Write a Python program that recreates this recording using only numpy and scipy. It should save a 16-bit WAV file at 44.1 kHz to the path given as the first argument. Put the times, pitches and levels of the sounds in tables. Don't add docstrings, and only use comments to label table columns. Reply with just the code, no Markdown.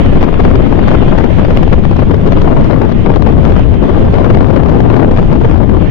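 import sys
import numpy as np
from scipy import signal
from scipy.fft import rfft, irfft, next_fast_len
from scipy.io import wavfile
from scipy.ndimage import uniform_filter1d, map_coordinates

SR = 44100
rng = np.random.default_rng(int(sys.argv[2]) if len(sys.argv) > 2 else 0)


def volts_from_decibels(level):
    exponent = np.asarray(level, float) / 20
    return 10 ** exponent


def transcribe(u):
    v = np.clip(np.atleast_2d(u).T, -1, 1)
    q = np.round(v * 32767).astype(np.int16)
    wavfile.write(sys.argv[1], SR, q)


N = 260278

# start_s, spit_db, fizz_re_spit_db, swell_db
EDDIES = [(0.063, -22.5, -31, -10), (0.134, -33.5, -33, -27), (0.167, -26, -34, -12.5),
          (0.229, -19, -26.5, -4), (0.288, -29, -28, -7.5), (0.343, -22.5, -22, -12.5),
          (0.379, -42, -25.5, -22.5), (0.403, -23.5, -28.5, -10.5), (0.453, -19, -25, -8.5),
          (0.508, -24.5, -34.5, -15.5), (0.558, -21, -27.5, -13.5), (0.603, -31, -31.5, -12),
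          (0.62, -29.5, -30, -24), (0.667, -28.5, -32, -20), (0.726, -26.5, -28.5, -12.5),
          (0.793, -20, -33, -16), (0.841, -28, -24.5, -18.5), (0.883, -22, -30, -20),
          (0.915, -22, -26, -16), (1.028, -25.5, -35.5, -10.5), (1.083, -28, -33.5, -11),
          (1.127, -26, -25.5, -11.5), (1.185, -21, -18.5, -11), (1.207, -34, -37, -18),
          (1.243, -21.5, -24, -15), (1.302, -41, -36, -15), (1.396, -25, -33.5, -7),
          (1.45, -26, -31.0, -14.5), (1.508, -25, -30, -15), (1.573, -18.5, -11.5, -16.5),
          (1.632, -19.5, -21, -9), (1.679, -31.5, -35.0, -15), (1.732, -26, -29, -7),
          (1.787, -32, -35, -11.5), (1.853, -25.5, -37, -15.5), (1.914, -25.5, -33.5, -11),
          (1.968, -27.5, -38, -15), (1.997, -29.5, -26.5, -12.5),
          (2.027, -36.5, -34, -10.5), (2.112, -23.5, -29.5, -11.5), (2.145, -22.5, -26, -12.5),
                 (2.214, -35.5, -31.5, -18), (2.276, -34.5, -33, -10), (2.323, -16, -24, -12.5),
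                 (2.374, -24, -18.5, -7.5), (2.419, -20.5, -27, -14.5), (2.45, -35.5, -31, -13.5),
                 (2.48, -34, -35.5, -9.5), (2.517, -34.5, -30.5, -10.5), (2.57, -29.5, -28.5, -13.5),
                 (2.611, -30.5, -24, -26), (2.645, -24.5, -33, -14.5), (2.71, -26, -30, -13.5),
                 (2.793, -38, -30.5, -21), (2.819, -20, -25.5, -16.5), (2.852, -36.5, -28.5, -18.5),
                 (2.895, -28.5, -28.0, -18.5), (2.923, -27.5, -37.5, -18), (3.062, -25, -40, -13.5),
                 (3.1, -28.5, -31.5, -10.5), (3.14, -38.5, -23.5, -16.5), (3.161, -20.5, -25.5, -11.5),
                 (3.224, -23.5, -31, -19), (3.27, -28.5, -27, -9), (3.295, -35.5, -32, -13),
                 (3.324, -32, -29, -21), (3.38, -32, -31.5, -19), (3.453, -22, -26, -18),
                 (3.475, -31.5, -32.5, -13), (3.503, -28.5, -26.5, -12), (3.523, -26.5, -25, -15.5),
                 (3.565, -24, -33, -14), (3.595, -27.5, -32, -8.5), (3.741, -28, -39.5, -22.5),
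                 (3.84, -29, -31, -11.5), (3.892, -36.5, -35, -17), (3.949, -27.5, -40, -12),
                 (3.994, -35, -31, -16),
          (4.014, -41, -24.5, -18), (4.069, -31, -21.5, -21.5), (4.11, -32.5, -30.5, -15),
               (4.142, -26, -37.5, -9), (4.186, -28, -37, -16.5), (4.246, -21, -28, -19.5),
               (4.305, -23.5, -22, -12.5), (4.35, -19, -30, -16), (4.408, -23, -24.5, -20.5),
               (4.469, -29, -26, -16.5), (4.486, -35, -34.5, -25.5), (4.509, -31.5, -38, -15.5),
               (4.532, -36, -24.5, -20.5), (4.565, -23, -24.5, -15.5), (4.6, -28, -36, -13.5),
               (4.635, -28.5, -27.5, -11.5), (4.661, -29, -25.5, -14.5), (4.695, -28.5, -35, -12),
               (4.719, -40.5, -33.5, -17.5), (4.752, -33.5, -38, -10), (4.806, -27, -39.5, -7),
               (4.857, -35.0, -37, -12.5), (4.902, -28, -37.5, -16), (4.966, -24, -36, -9),
               (4.998, -30.5, -29.5, -11), (5.022, -40, -34.5, -24.5), (5.079, -37, -26.5, -18.5),
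               (5.113, -28, -37.5, -15.5), (5.174, -22.5, -39.5, -15), (5.229, -28.5, -32, -17.5),
               (5.329, -23.5, -24.5, -12), (5.357, -35.5, -32, -10), (5.417, -36.5, -32.5, -14.5),
               (5.449, -28.5, -37, -12.5), (5.513, -24.5, -25.5, -9), (5.546, -33, -30, -12.5),
               (5.58, -26, -26.5, -20), (5.634, -25, -31.5, -9.5), (5.695, -27.5, -38.5, -11.5),
               (5.747, -36.5, -38.5, -16.5), (5.769, -34.5, -40, -13), (5.826, -43, -25, -13.5),
          (0.948, -29, -28, -12.5), (0.985, -32.5, -35, -14), (2.263, -31, -27.5, -12),
                 (2.724, -28.5, -32.5, -10), (2.743, -31, -29.5, -13), (2.763, -29, -31, -16),
                 (3.118, -29, -30.5, -14), (4.159, -33.5, -31.5, -19.5), (4.199, -27, -36.5, -8),
                 (4.373, -24.5, -27, -19), (4.428, -27.5, -24, -13.5), (4.941, -30.5, -34.5, -11.5),
                 (5.191, -27, -31, -9)]
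# start_s, peak_db
SNAPS = [(0.0553, -11.5), (0.218, -15.5), (0.2267, -11), (0.2803, -17), (0.3396, -16), (0.3966, -12),
         (0.4463, -12.5), (0.5007, -13), (0.5521, -9), (0.6614, -15.5), (0.7255, -15.5),
         (0.7881, -15.5), (0.7894, -11.5), (0.837, -17), (0.8804, -6.5), (0.9133, -10),
         (1.026, -16.5), (1.0517, -16), (1.1277, -10), (1.1784, -9), (1.2425, -11), (1.296, -21),
         (1.3019, -16), (1.4294, -18), (1.4483, -9.5), (1.505, -13.5), (1.5698, -12.5),
         (1.6252, -13.5), (1.6782, -15), (1.727, -19), (1.727, -13), (1.7848, -16.5), (1.8505, -14.5),
         (1.9624, -17.5), (1.9924, -12), (2.0278, -16), (2.1083, -14.5), (2.2115, -15),
         (2.2593, -19.5), (2.2618, -15), (2.321, -11.5), (2.364, -14.5), (2.3905, -20), (2.4174, -11),
         (2.4503, -14), (2.5184, -15.5), (2.5706, -8.5), (2.6083, -17.5), (2.6387, -14),
         (2.7018, -12.5), (2.816, -11), (2.8499, -12.5), (2.8953, -18), (2.9188, -15),
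         (3.0522, -16), (3.0617, -16), (3.0986, -10), (3.137, -16.5), (3.1597, -8), (3.2223, -17.5),
              (3.2617, -16), (3.272, -7), (3.2922, -12), (3.3435, -19), (3.4473, -15), (3.4927, -15.5),
              (3.52, -13), (3.5655, -14), (3.6409, -18), (3.6605, -18), (3.7382, -16), (3.9364, -15.5),
              (3.9457, -14), (3.9882, -15), (4.012, -21), (4.0243, -16), (4.0499, -17), (4.1402, -15),
              (4.142, -13.5), (4.1846, -13), (4.1966, -13.5), (4.2295, -18), (4.242, -13), (4.301, -16),
              (4.302, -13), (4.3448, -13), (4.4022, -15), (4.4637, -15), (4.4845, -14.5), (4.5009, -14),
              (4.5593, -14.5), (4.5633, -15), (4.6326, -16), (4.6578, -13), (4.7434, -15.5), (4.8037, -18),
              (4.8554, -17.5), (4.9015, -11.5), (4.9274, -15), (4.9883, -14.5), (5.1115, -24.5),
              (5.1115, -16.5), (5.1726, -8.5), (5.1896, -11), (5.228, -15), (5.3288, -10), (5.4094, -19),
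              (5.531, -14.5), (5.5637, -17.5), (5.631, -14.5), (5.7392, -18), (5.7675, -14)]
# time_s, level_db
GUSTS = [(0.0, -5), (0.07, -9), (1.15, -7.5), (1.35, -8), (1.97, -12), (2.71, -6), (2.95, -10.5),
         (3.01, -9), (3.07, -8.5), (3.59, -9), (3.69, -8), (4.27, -7.5), (4.77, -7), (4.85, -9.5),
         (4.91, -6.5), (5.29, -10), (5.55, -7.5), (5.9, -10)]
# centre_s, gain_db, width_s
LULLS = [(0.031, -18.5, 0.022), (1.32, -3.5, 0.026), (1.94, -4, 0.014), (2.05, -4, 0.021),
         (2.2, -7.5, 0.015), (2.35, -10, 0.0051), (2.681, -7.5, 0.025), (2.97, -5.5, 0.021),
         (3.64, -6.5, 0.031), (3.78, -5, 0.026), (4.11, -11.5, 0.029), (5.27, 3.5, 0.018),
         (5.39, -14, 0.02)]
# time_s, level_db
THROB_LEVELS = [(0.0, -14), (0.09, -7.5), (1.25, -10.5), (1.95, -8.5), (2.73, -9), (2.85, -26.5),
                (3.07, -5), (3.55, -22), (3.69, -16), (3.97, -13), (4.09, -19), (4.29, -11.5), (4.69, -20),
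                (4.93, -10.5), (5.53, -8), (5.63, -19.5), (5.77, -10), (5.9, -12)]
# time_s, level_db
RAIL_LEVELS = [
    (0, -29),
    (.7, -30),
    (1.1, -28),
    (1.6, -30.5),
    (2.35, -36),
    (2.6, -33),
    (3.9, -32.5),
    (4.5, -34.5),
    (5.9, -33),
]
# start_s, drop_db
DUCKS = [(0.246, -3.5), (0.439, -1), (0.66, -4), (1.118, -5), (1.627, -0.5), (1.798, -3), (2.131, -2.5),
         (2.695, -8), (3.05, -3), (3.158, -5.5), (3.645, -4), (4.16, -3.5), (4.36, -2.5), (4.42, -2),
         (4.582, -3), (4.97, -4), (5.33, 0), (5.506, -5), (5.58, -3.5)]
# freq_hz, density_db_per_hz
HEAVE_SPECTRUM = [(3, -14.5), (12, -10.5), (25, -12), (45, -1.5), (90, 0.5), (200, -7), (400, -17.5),
                  (800, -43), (1600, -51.5), (4000, -60), (9000, -99.5)]
FLUTTER_SPECTRUM = [(60, -19), (150, 2.5), (300, 1.5), (600, -8), (1200, -22.5), (2500, -49), (5000, -49),
                    (9000, -73)]
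SPIT_SPECTRUM = [(200, -7.5), (600, 5), (1500, -8.5), (3000, -19), (5000, -23.5), (8000, -38.5),
                 (16000, -46.5)]
RUMBLE_SPECTRUM = [(8, -23.5), (20, 5.5), (35, -5.5), (70, -5), (110, -3), (200, -32), (400, -56.5)]
SHELTERED_SPECTRUM = [(3, -16), (12, -1.5), (50, -1), (130, -7.5), (300, -11), (600, -21.5), (1200, -32.5),
                      (3000, -51.5), (9000, -87)]
ROLLING_SPECTRUM = [(200, -16), (600, -1), (1300, -4.5), (2000, -3.5), (3200, -6), (4200, -14.5),
                    (5500, -19.5), (6500, -20), (7500, -27), (9000, -36)]
FIZZ_SPECTRUM = [(7000, -30.5), (8300, -16.5), (9500, -2.5), (11000, -12.5), (12000, -1.5), (13500, 1.5),
                 (15700, -1)]
# multiple, level_db
WHINE_PARTIALS = [(1, -38), (2, -43), (3, -45), (4, -53), (5, -52), (6, -54), (7, -55), (8, -57), (9, -50),
                  (10, -53), (11, -60)]
# freq_hz, gain_db
PORT_RESPONSE = [(3000, 4), (4500, -0.5), (6000, -3), (7000, -5.5), (8300, -19.5), (9500, -20),
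                 (11000, -24), (13000, -24.5)]
# freq_hz, share_of_band_rms
LINE_THRESHOLD = [(800, .05), (1500, .35), (4000, .65), (7000, 1), (9000, 1.3), (13000, 1.05), (15800, 1.2)]
# freq_hz, threshold_in_level_spreads
BAND_THRESHOLD_LEFT = [(1000, -3.5), (6500, -2.8), (8200, -1), (9500, -1.6), (11000, -.7), (12500, -2.1),
                       (14800, -2.1), (15700, -.3)]
BAND_THRESHOLD_RIGHT = [(1000, -3.5), (6500, -2.8), (7800, 1), (9500, .7), (11000, 1.6), (13000, .9),
                        (14000, -.2), (15700, .4)]

T_S = np.arange(N) / SR


def unit(x):
    return x / np.sqrt(np.mean(x ** 2) + 1e-20)


def along(points, hz):
    point_hz, value = np.transpose(points)
    return np.interp(np.log(hz + 1), np.log(point_hz + 1), value)


def curve(points):
    time_s, value = np.transpose(points)
    return np.interp(T_S, time_s, value)


def wobble(rate_hz):
    knots = rng.standard_normal(int(N * 500 / SR))
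    return map_coordinates(knots, [np.arange(N) * rate_hz / SR])


def filtered(x, response):
    size = next_fast_len(N + SR)
    gain = response(np.fft.rfftfreq(size, 1 / SR))
    return irfft(rfft(x, size) * gain, size)[..., :N]


def rush(spectrum, patchy_db):
    z = signal.stft(rng.standard_normal(N), nperseg=512)[2]
    field = uniform_filter1d(rng.standard_normal(z.shape), 6, 0)
    field = uniform_filter1d(field, 8, 1)
    patchy = signal.istft(z * volts_from_decibels(patchy_db * unit(field)), nperseg=512)[1][:N]
    return unit(filtered(patchy, lambda hz: volts_from_decibels(along(spectrum, hz))))


def eddies():
    return np.transpose(EDDIES)


def at_eddies(sizes, width_s, shape=lambda u: 1):
    spikes = np.bincount((eddies()[0] * SR).astype(int), sizes, N)[:N]
    u = np.arange(-SR // 10, SR // 10 + 1) / SR / width_s
    return signal.fftconvolve(spikes, shape(u) * np.exp(-u * u / 2), "same")


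def gust_db():
    mean_db = -8.5
    return curve(GUSTS) - mean_db


def windward():
    bias = 0.071
    _, spit_db, _, swell_db = eddies()
    strength = np.clip((spit_db + 37.5) / 16, 0, None)

    crossing = np.exp(-1.5 * at_eddies(strength, width_s=0.0021))
    heave = crossing * volts_from_decibels(-1.0 + 1.3 * wobble(8.3)) * rush(HEAVE_SPECTRUM, patchy_db=2.0)

    swell = at_eddies(volts_from_decibels(1.96 * (np.minimum(swell_db, -10.5) + 14.5) - 9.0), width_s=0.0057)
    swell = swell + volts_from_decibels(2.835 * gust_db() - 9.11)
    lull_db = sum(db * np.exp(-((T_S - s) / width_s) ** 2) for s, db, width_s in LULLS)
    flutter_db = lull_db + 3.43 * wobble(70) + 2.03 * wobble(190)
    flutter = swell * volts_from_decibels(flutter_db) * rush(FLUTTER_SPECTRUM, patchy_db=1.5)

    front = 0.5 * at_eddies(strength, width_s=0.0039, shape=lambda u: u)
    burst = at_eddies(volts_from_decibels(spit_db + 17.5), width_s=0.0008)
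    wake = at_eddies(volts_from_decibels(spit_db - 3.5), width_s=0.014) * volts_from_decibels(18.4 * np.tanh(0.95 * wobble(300)))
    spit = (burst + wake) * rush(SPIT_SPECTRUM, patchy_db=-1.0)

    opening = 3 * np.exp(-(T_S / 0.0006) ** 2)
    opening = opening - 2.5 * np.exp(-((T_S - 0.0022) / 0.0012) ** 2)
    return bias + opening + heave + flutter + front + spit


def throb():
    resonance_hz, width_hz = 18.5, 5.5
    pushes = at_eddies(volts_from_decibels(0.5 * (eddies()[1] + 32)), width_s=0.005)
    drive = unit(pushes) + 0.6 * wobble(60)
    swing = filtered(drive, lambda hz: np.exp(-((hz - resonance_hz) / width_hz) ** 2))
    envelope = np.abs(signal.hilbert(swing, next_fast_len(N))[:N])
    steady = swing / (envelope + 0.47 * np.std(swing))
    return -volts_from_decibels(curve(THROB_LEVELS) - 5.0) * unit(steady)


def rumble():
    return volts_from_decibels(-20.5 + 3.1 * wobble(7.7)) * rush(RUMBLE_SPECTRUM, patchy_db=0.5)


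def sheltered():
    level_db, lead_s, width_s, growth = -10.5, 0.048, 0.026, 0.47
    swell_db = sum(-db * np.exp(-((T_S - s + lead_s) / width_s) ** 2) for s, db in DUCKS)
    lump_db = 1.5 * wobble(14) + 2.2 * wobble(45)
    lumps = unit(volts_from_decibels(lump_db) * rush(SHELTERED_SPECTRUM, patchy_db=1.5))
    skewed = lumps - 0.14 * (lumps ** 2 - 1)
    return volts_from_decibels(level_db + growth * swell_db) * unit(skewed)


def rolling():
    whine_hz = 345.4
    port_db = [[-8], [0]]
    warped_s = np.cumsum(1 + 0.003 * wobble(6)) / SR
    whine = sum(volts_from_decibels(db + 34.0 + 0.57 * wobble(4.5)) * np.sin(2 * np.pi * k * whine_hz * warped_s)
                for k, db in WHINE_PARTIALS)
    hiss = np.array([volts_from_decibels(1.5 * wobble(14)) * rush(ROLLING_SPECTRUM, patchy_db=2.0) for _ in range(2)])
    return volts_from_decibels(curve(RAIL_LEVELS) + 3.0) * volts_from_decibels(port_db) * (hiss + whine)


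def fizz(steepness):
    pilot_hz = 13902
    _, spit_db, fizz_db, _ = eddies()
    settling_db = 5.1 * np.exp(-T_S / 1.2)
    flares = at_eddies(volts_from_decibels(spit_db + fizz_db - 6.0), width_s=0.0015)
    left_db = -51.5 + settling_db + 0.8 * gust_db() + 2.0 * wobble(60)
    left = volts_from_decibels(left_db) * (0.23 + 0.31 * steepness) + flares
    ducked_rush_db = curve(RAIL_LEVELS) + 37.5 + 20 * np.log10(gain_control()[1])
    right = volts_from_decibels(-65.5 + settling_db + 0.8 * ducked_rush_db + 1.5 * wobble(20))
    pilot_db = -85 + 8 * np.exp(-T_S / 1.3) + 3 * wobble(12)
    pilot = volts_from_decibels(pilot_db) * np.sin(2 * np.pi * pilot_hz * T_S)
    left_hiss = left * rush(FIZZ_SPECTRUM, patchy_db=-0.5)
    right_hiss = right * rush(FIZZ_SPECTRUM, patchy_db=-1.0)
    return np.array([left_hiss, right_hiss]) + pilot


def snaps():
    rise_s, fall_s = 0.0003, 0.004
    start_s, peak_db = np.transpose(SNAPS)
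    t_s = np.arange(SR // 25) / SR
    shape = (1 - np.exp(-t_s / rise_s)) * np.exp(-t_s / fall_s)
    fronts = np.bincount((start_s * SR).astype(int), volts_from_decibels(peak_db), N)[:N]
    return signal.fftconvolve(fronts, shape)[:N] * rush(SPIT_SPECTRUM, patchy_db=3.5)


def eddy_bursts():
    envelope = at_eddies(volts_from_decibels(eddies()[1] + 5.0), width_s=0.0024) * volts_from_decibels(1.1 * wobble(430))
    bursts = envelope * rush(SPIT_SPECTRUM, patchy_db=2.5)
    return (bursts + snaps()) * [[1], [0]]


def gain_control():
    recovery_s = 0.19
    duck_db = sum(db * (T_S > s) * np.exp(-np.abs(T_S - s) / recovery_s) for s, db in DUCKS)
    return volts_from_decibels([0 * T_S, uniform_filter1d(duck_db, size=260)])


def thinned(x):
    sparse_until_s, sparse_extra = 1.3, 0.75
    frame = dict(window="cosine", nperseg=2048, noverlap=1024)
    hz, t_s, z = signal.stft(x, SR, **frame)
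    power = np.abs(z[:, :1024]) ** 2
    band = power.reshape(2, 32, 32, -1).mean(axis=2)
    sparse = uniform_filter1d(rng.standard_normal(band[:, :1].shape), size=3, axis=2)
    sparse = sparse + sparse_extra * (t_s < sparse_until_s)

    level = np.log(band + 1e-20)
    level = level - level.mean(axis=2, keepdims=True)
    level = level + uniform_filter1d(rng.standard_normal(band.shape), size=2, axis=2) - 0.5 * sparse
    band_hz = hz[16::32]
    threshold = np.array([along(BAND_THRESHOLD_LEFT, band_hz), along(BAND_THRESHOLD_RIGHT, band_hz)])[..., None]
    heard = level > threshold * level.std(axis=2, keepdims=True)

    cut = along(LINE_THRESHOLD, hz[:1024])[:, None] * np.clip(0.7 + 0.8 * sparse, 0.2, 1.5)
    strong = power > cut ** 2 * np.repeat(band, 32, axis=1)
    keep = np.repeat(heard, 32, axis=1) & strong
    keep = np.pad(keep, [(0, 0), (0, 1), (0, 0)])
    return signal.istft(z * keep, SR, **frame)[1][:, :N]


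def scene():
    shared_db = [[5], [0]]
    shared = throb() + rumble()
    wind = np.array([windward(), sheltered()])
    return wind + volts_from_decibels(shared_db) * shared + rolling()


def top_cut(x):
    return signal.sosfilt(signal.butter(12, 15800, fs=SR, output="sos"), x)


def record(dry):
    ceiling, hardness = np.array([[0.89], [0.95]]), np.array([[14], [5]])
    leak_db, leak_hz = -13, 604
    rail, top_hz = 0.94, 15800
    ducked = dry * gain_control()
    flat = ducked / (1 + np.abs(ducked / ceiling) ** hardness) ** (1 / hardness)
    ripple = volts_from_decibels(leak_db) * filtered(ducked - flat, lambda hz: hz ** 2 / (hz ** 2 + leak_hz ** 2))
    clipped = np.clip(flat + ripple + eddy_bursts(), -rail, rail)
    coloured = filtered(clipped, lambda hz: volts_from_decibels(along(PORT_RESPONSE, hz) - PORT_RESPONSE[0][1]))
    steepness = unit(uniform_filter1d(np.abs(np.gradient(flat[0])), size=40))
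    limited = filtered(coloured + fizz(steepness), lambda hz: hz < top_hz)
    return top_cut(thinned(limited))


dry = scene()
out = record(dry)
transcribe(out)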